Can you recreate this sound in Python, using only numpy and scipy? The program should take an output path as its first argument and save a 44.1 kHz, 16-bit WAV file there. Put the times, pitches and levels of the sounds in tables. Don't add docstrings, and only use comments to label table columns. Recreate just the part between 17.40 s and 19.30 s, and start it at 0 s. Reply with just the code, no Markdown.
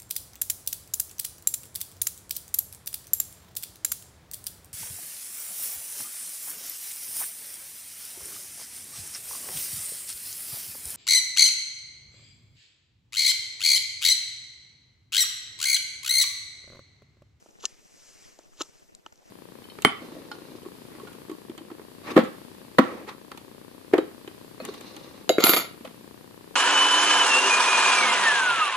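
import sys
import numpy as np
from scipy import signal
from scipy.fft import rfft, irfft, next_fast_len
from scipy.io import wavfile
from scipy.ndimage import uniform_filter1d

SR = 44100
rng = np.random.default_rng(int(sys.argv[2]) if len(sys.argv) > 2 else 0)


def wav_out(sig):
    wavfile.write(sys.argv[1], SR, np.round(np.clip(np.atleast_2d(sig).T, -1, 1) * 32767).astype(np.int16))


def to_linear_factor(level_db):
    exponent = np.asarray(level_db, float) / 20
    return 10 ** exponent


N = 83790

# (frequency [Hz], density [dB per Hz])
AIR = [(20, -21), (40, -12.5), (150, -4), (350, 2), (700, -2.5), (1300, -12.5), (3000, -13), (6000, -19.5),
       (9000, -22.5), (14500, -19), (15500, -66)]
AIR_DB = -64

# (frequency [Hz], density [dB per Hz])
HISS = [(15, 42), (40, -3.5), (200, -1.5), (600, -34.5), (2000, -8), (6000, -27.5), (14500, -38),
        (15500, -44)]
BUSY_FRAMES = [0, 2, 4, 5, 7, 9, 11, 13, 15, 18, 20, 22, 24, 25, 27, 29, 31, 33, 35, 38, 40, 42, 44, 45, 47,
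               49, 51, 53, 55, 56]
FRAME_S, FIRST_FRAME_S, BURST_S = 1001 / 30000, .0212, .009
WRITE_FIRST_S, WRITE_EVERY_S, WRITE_S = .205, .3337, .02
SPIKES_PER_S, SPIKE_S, COUPLING_HZ = 1200, .0001, 40.5
CRACKLE_DB, SAG_DB, HISS_DB = -47.5, -52.5, -64.5
LEAK_LEFT_DB = 1.92

# (time [s], swish level [dB], level of the band near 2 kHz [dB])
JACKET = [(0, -67, -82), (.12, -69, -81), (.19, -69.5, -76), (.29, -59.5, -64.5), (0.361, -67, -69.5),
          (.46, -64, -73.5), (.49, -64, -71), (.6, -59.5, -65), (.69, -57, -65), (.77, -59.5, -64.5),
          (0.859, -57.5, -60.5), (.95, -64.5, -69), (1.1, -69.5, -76), (1.259, -59, -70.5),
          (1.32, -66.5, -69.5), (1.38, -64.5, -68), (1.5, -71.5, -81), (1.62, -76.5, -85),
          (1.8, -72, -77.5), (1.9, -64.5, -67.5)]
# (frequency [Hz], density [dB per Hz])
CLOTH = [(2240, -13), (3800, -17), (4170, -10.5), (5940, -0.5), (8050, -6.5), (9760, -19.5), (11000, -16.5),
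         (12500, -26.5), (14200, -20)]
# (frequency [Hz], density [dB per Hz])
CLOTH_LOW = [(530, -35), (900, -17), (1200, -9.5), (2310, -3.5), (4200, -10), (5460, -6), (9240, -120)]
CLOTH_WIDTH_DB = -10.5

# (frequency [Hz], level [dB], phase lead [rad])
PORTS = [(300, 3.5, 0), (1890, -1, 0.23), (3200, -0.5, 0.76), (4200, -1, 1.0), (5200, 1.5, 1.2),
         (5800, 4, 0.24), (7100, -8.5, 1.4), (7300, -50, -3.6), (8540, -8, 9), (10700, -10, 0),
         (13900, -58, 33)]

# (frequency [Hz], width [Hz], level [dB])
CHIP = [(4300, 1700, 1), (7680, 730, 8), (11500, 5700, -20)]
CHIP_S, CHIP_DB, RATTLE = 1.5501, -34, .13

# (frequency [Hz], level [dB], t60 [s])
STICK = [(323.5, 4, 0.025), (624, -3.5, 0.017), (900, -2.5, 0.018), (1311, 0, 0.018), (1783, -11, 0.038)]
END_HZ, END_T60_S = 2980, .0075
# (frequency [Hz], width [Hz], level [dB])
BRIGHT = [(2830, 850, -6), (4166, 620, -2), (5537, 800, -4), (6286, 410, 0.5), (7106, 370, 1.5),
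          (7253, 348, 1), (11500, 4500, -27.5)]

# (time [s], knock level [dB], centre of knock [Hz],
# ring of the cut end [dB], crack level [dB], centre of crack [Hz])
SNAPS = [(.2445, -33.5, 900, -59, -39, 6040), (.2541, -59, 1850, -16.5, -11.5, 6300),
         (.2563, -33.5, 1800, -30, -22, 6200), (.2616, -61, 1800, -50, -29.5, 6160),
         (.2636, -60, 1800, -56, -46, 5960), (1.2008, -39.5, 1180, -50, -36, 6540),
         (1.2068, -33.5, 380, -29, -34, 6000), (1.2095, -25.5, 1170, -49, -34, 4870),
         (1.2138, -54, 1210, -18, -25, 5600), (1.2188, -63, 1200, -52, -22, 5560)]
# (time [s], knock level [dB], centre of knock [Hz],
# ring of the cut end [dB], crack level [dB], centre of crack [Hz])
TAPS = [(0.0601, -37.5, 534, -55, -56.5, 6400), (0.0642, -53.5, 1300, -70, -58, 6250),
        (0.109, -78, 400, -83, -51.5, 5200), (0.343, -59, 1000, -62, -50.5, 5800),
        (0.9893, -33, 537, -52, -41.5, 6900), (.9935, -49.5, 1380, -70, -65, 6500),
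        (1.034, -75, 600, -61, -50.5, 6000), (1.134, -54.5, 1400, -58, -60, 6000),
        (1.188, -50, 1300, -55, -57, 6000), (1.6631, -30.5, 1020, -26.5, -40.5, 6400),
        (1.6725, -63, 900, -57.5, -53.5, 6260), (1.7243, -47, 575, -54, -46, 6000),
        (1.7576, -64, 1500, -72, -49.5, 6600), (1.777, -72, 1520, -73, -52, 6000)]
KNOCK_OCTAVES, CRACK_OCTAVES = 0.58, 0.68
KNOCK_ATTACK_S, CRACK_T60_S, CRACK_NOISE = .0005, .003, .3
GRIP_DB = -12.5

# (time [s], level of the stick's knock [dB], level of tearing fibres [dB])
CUTS = [
    [(.195, -87, -68), (.207, -68, -54), (.218, -79, -68), (.226, -64, -51), (.236, -42.5, -46.5),
     (.246, -37, -48), (.253, -54, -35.5), (.259, -42.5, -35.5), (.266, -63.5, -79), (.272, -77, -82),
     (.30, -65, -70)],
    [(1.17, -75, -60), (1.188, -61, -57), (1.198, -56, -48.5), (1.203, -51, -46), (1.208, -31, -38),
     (1.214, -34, -40), (1.218, -68, -33), (1.222, -40.5, -38), (1.227, -67, -68), (1.234, -55, -48.5),
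     (1.24, -65.5, -60), (1.27, -59.5, -93)],
]
CUT_CENTRE_HZ, CUT_OCTAVES = [1100, 1700], 4.5
SLIPS_PER_S, SLIP_SPREAD_DB = 9000, 3
LOW_HZ, TOP_HZ = 213, 14060


def unit(x):
    return x / np.sqrt(np.mean(x ** 2) + 1e-20)


def along(points, hz, axis=1):
    columns = np.transpose(points)
    return np.interp(np.log(hz + 1), np.log(columns[0] + 1), columns[axis])


def near(hz, centre_hz, octaves):
    return to_linear_factor(-6 * (np.log2((hz + 1) / centre_hz) / octaves) ** 2)


def filtered(x, response):
    size = next_fast_len(N + 8192)
    hz = np.fft.rfftfreq(size, 1 / SR)
    return irfft(rfft(x, size) * response(hz), size)[..., :N]


def resonances(rows):
    def response(f):
        total = 0
        for k, (centre, width, db) in enumerate(rows):
            resonance = 1j * f * width / (centre * centre - f * f + 1j * f * width)
            total = total + (-1) ** k * to_linear_factor(db) * resonance
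        return total
    return response


def rush(spectrum, patchy_db, channels):
    z = signal.stft(rng.standard_normal((channels, N)), nperseg=256)[2]
    field = uniform_filter1d(rng.standard_normal(z.shape[1:]), size=5, axis=0)
    field = uniform_filter1d(field, size=10, axis=1)
    patchy = signal.istft(z * to_linear_factor(patchy_db * unit(field)), nperseg=256)[1][:, :N]
    return unit(filtered(patchy, lambda hz: to_linear_factor(along(spectrum, hz))))


def ports(x):
    def response(hz):
        ratio = to_linear_factor(along(PORTS, hz)) * np.exp(1j * along(PORTS, hz, axis=2))
        return 2 * np.array([np.ones_like(ratio), ratio]) / (1 + ratio)
    return filtered(x, response)


def still_air():
    return to_linear_factor(AIR_DB) * rush(AIR, patchy_db=2.5, channels=2)


def electronics():
    t = np.arange(N) / SR
    busy = (t - WRITE_FIRST_S) % WRITE_EVERY_S < WRITE_S
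    spikes, sag = np.zeros(N), np.zeros(N)
    for k in BUSY_FRAMES:
        u = (t - FIRST_FRAME_S - k * FRAME_S) / BURST_S
        inside = (u > 0) & (u < 1)
        busy |= inside
        spikes[np.argmax(u > 0)] = 1
        sag += inside * np.sin(2 * np.pi * np.abs(u) ** 1.33) * rng.uniform(0.34, 1)
    chance, height = rng.random((2, N))
    spikes += busy * (chance < SPIKES_PER_S / SR) * (2 * height - 1)

    def pulse(hz, s):
        return s * SR * np.sqrt(2 * np.pi) * np.exp(-2 * (np.pi * hz * s) ** 2)

    def shape(hz):
        high_pass = 1j * hz / (COUPLING_HZ + 1j * hz)
        return (pulse(hz, SPIKE_S) + 0.34 * pulse(hz, 4 * SPIKE_S)) * high_pass

    crackle = to_linear_factor(CRACKLE_DB) * filtered(spikes, shape)
    hiss = to_linear_factor(HISS_DB) * rush(HISS, patchy_db=-1, channels=1)[0]
    leak = crackle + to_linear_factor(SAG_DB) * sag + hiss
    return leak * to_linear_factor([[LEAK_LEFT_DB / 2], [-LEAK_LEFT_DB / 2]]) * [[1], [-1]]


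def jacket():
    s, high_db, low_db = np.transpose(JACKET)
    t = np.arange(N) / SR
    high = to_linear_factor(np.interp(t, s, high_db)) * rush(CLOTH, patchy_db=1.1, channels=3)
    low = to_linear_factor(np.interp(t, s, low_db)) * rush(CLOTH_LOW, patchy_db=2, channels=3)
    cloth = high + low
    return cloth[0], to_linear_factor(CLOTH_WIDTH_DB) * cloth[1:]


def chip():
    t = np.arange(N) / SR - CHIP_S
    rattle = RATTLE * rng.standard_normal(N) * (t > -.001) * to_linear_factor(-60 * np.abs(t) / 0.011)
    hit = (np.arange(N) == round(CHIP_S * SR)) + rattle
    click = filtered(hit, resonances(CHIP))
    return to_linear_factor(CHIP_DB) * click / np.abs(click).max()


def blows(rows):
    out, t = np.zeros(N + SR), np.arange(SR // 16) / SR
    f = np.fft.rfftfreq(len(t), 1 / SR)
    attack = 1 - np.exp(-t / KNOCK_ATTACK_S)
    end = to_linear_factor(-60 * t / END_T60_S) * np.sin(2 * np.pi * END_HZ * t)
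    lead = 16
    for s, knock_db, centre_hz, end_db, crack_db, crack_hz in rows:
        ring = np.zeros(len(t))
        for k, (hz, db, t60) in enumerate(STICK):
            least = to_linear_factor(GRIP_DB) if k == 0 else 0
            gain = (-1) ** k * max(near(hz, centre_hz, KNOCK_OCTAVES), least)
            ring += gain * to_linear_factor(db - 60 * t / t60) * np.sin(2 * np.pi * hz * t)
        puff = to_linear_factor(-60 * t / CRACK_T60_S) * (CRACK_NOISE * rng.standard_normal(len(t)) + (t == 0))
        colour = resonances(BRIGHT)(f) * near(f, crack_hz, CRACK_OCTAVES)
        crack = irfft(rfft(np.roll(puff, lead)) * colour, len(t))
        start = round(s * SR)
        out[start:][:len(t)] += (to_linear_factor(knock_db) * ring + to_linear_factor(end_db) * end) * attack
        out[start - lead:][:len(t)] += to_linear_factor(crack_db) * crack / np.abs(crack).max()
    return out[:N]


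def fibre_slips():
    happens = rng.random(N) < SLIPS_PER_S / SR
    strength = rng.standard_normal(N) * to_linear_factor(SLIP_SPREAD_DB * rng.standard_normal(N))
    return unit(happens * strength)


def cuts():
    t = np.arange(N) / SR
    out = np.zeros(N)
    for rows, centre_hz in zip(CUTS, CUT_CENTRE_HZ):
        s, knock_db, tear_db = np.transpose(rows)
        modes = []
        for hz, db, t60 in STICK + [(END_HZ, -8, END_T60_S)]:
            width_hz = np.log(1000) / (np.pi * t60)
            modes.append((hz, width_hz, db + 20 * np.log10(near(hz, centre_hz, CUT_OCTAVES))))
        for db, body in ((knock_db, resonances(modes)), (tear_db, resonances(BRIGHT))):
            body_rms = np.sqrt(np.mean(np.abs(body(np.arange(1, SR / 2))) ** 2))
            force = fibre_slips() * to_linear_factor(np.interp(t, s, db, -200, -200))
            out += filtered(force, body) / body_rms
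    return out


def scene():
    air = still_air()
    cloth, spread = jacket()
    contacts = chip() + blows(SNAPS + TAPS) + cuts()
    knife = filtered(contacts, lambda hz: (1j * hz / (LOW_HZ + 1j * hz)) ** 3)
    return ports(knife + cloth) + spread + air


def top_cut(x):
    return signal.sosfilt(signal.butter(12, 15400, fs=SR, output="sos"), x)


def record(dry):
    roll_off = lambda hz: to_linear_factor(-.03 * np.clip(hz - TOP_HZ, 0, None))
    heard = filtered(dry + electronics(), roll_off)
    return top_cut(heard)


dry = scene()
out = record(dry)
wav_out(out)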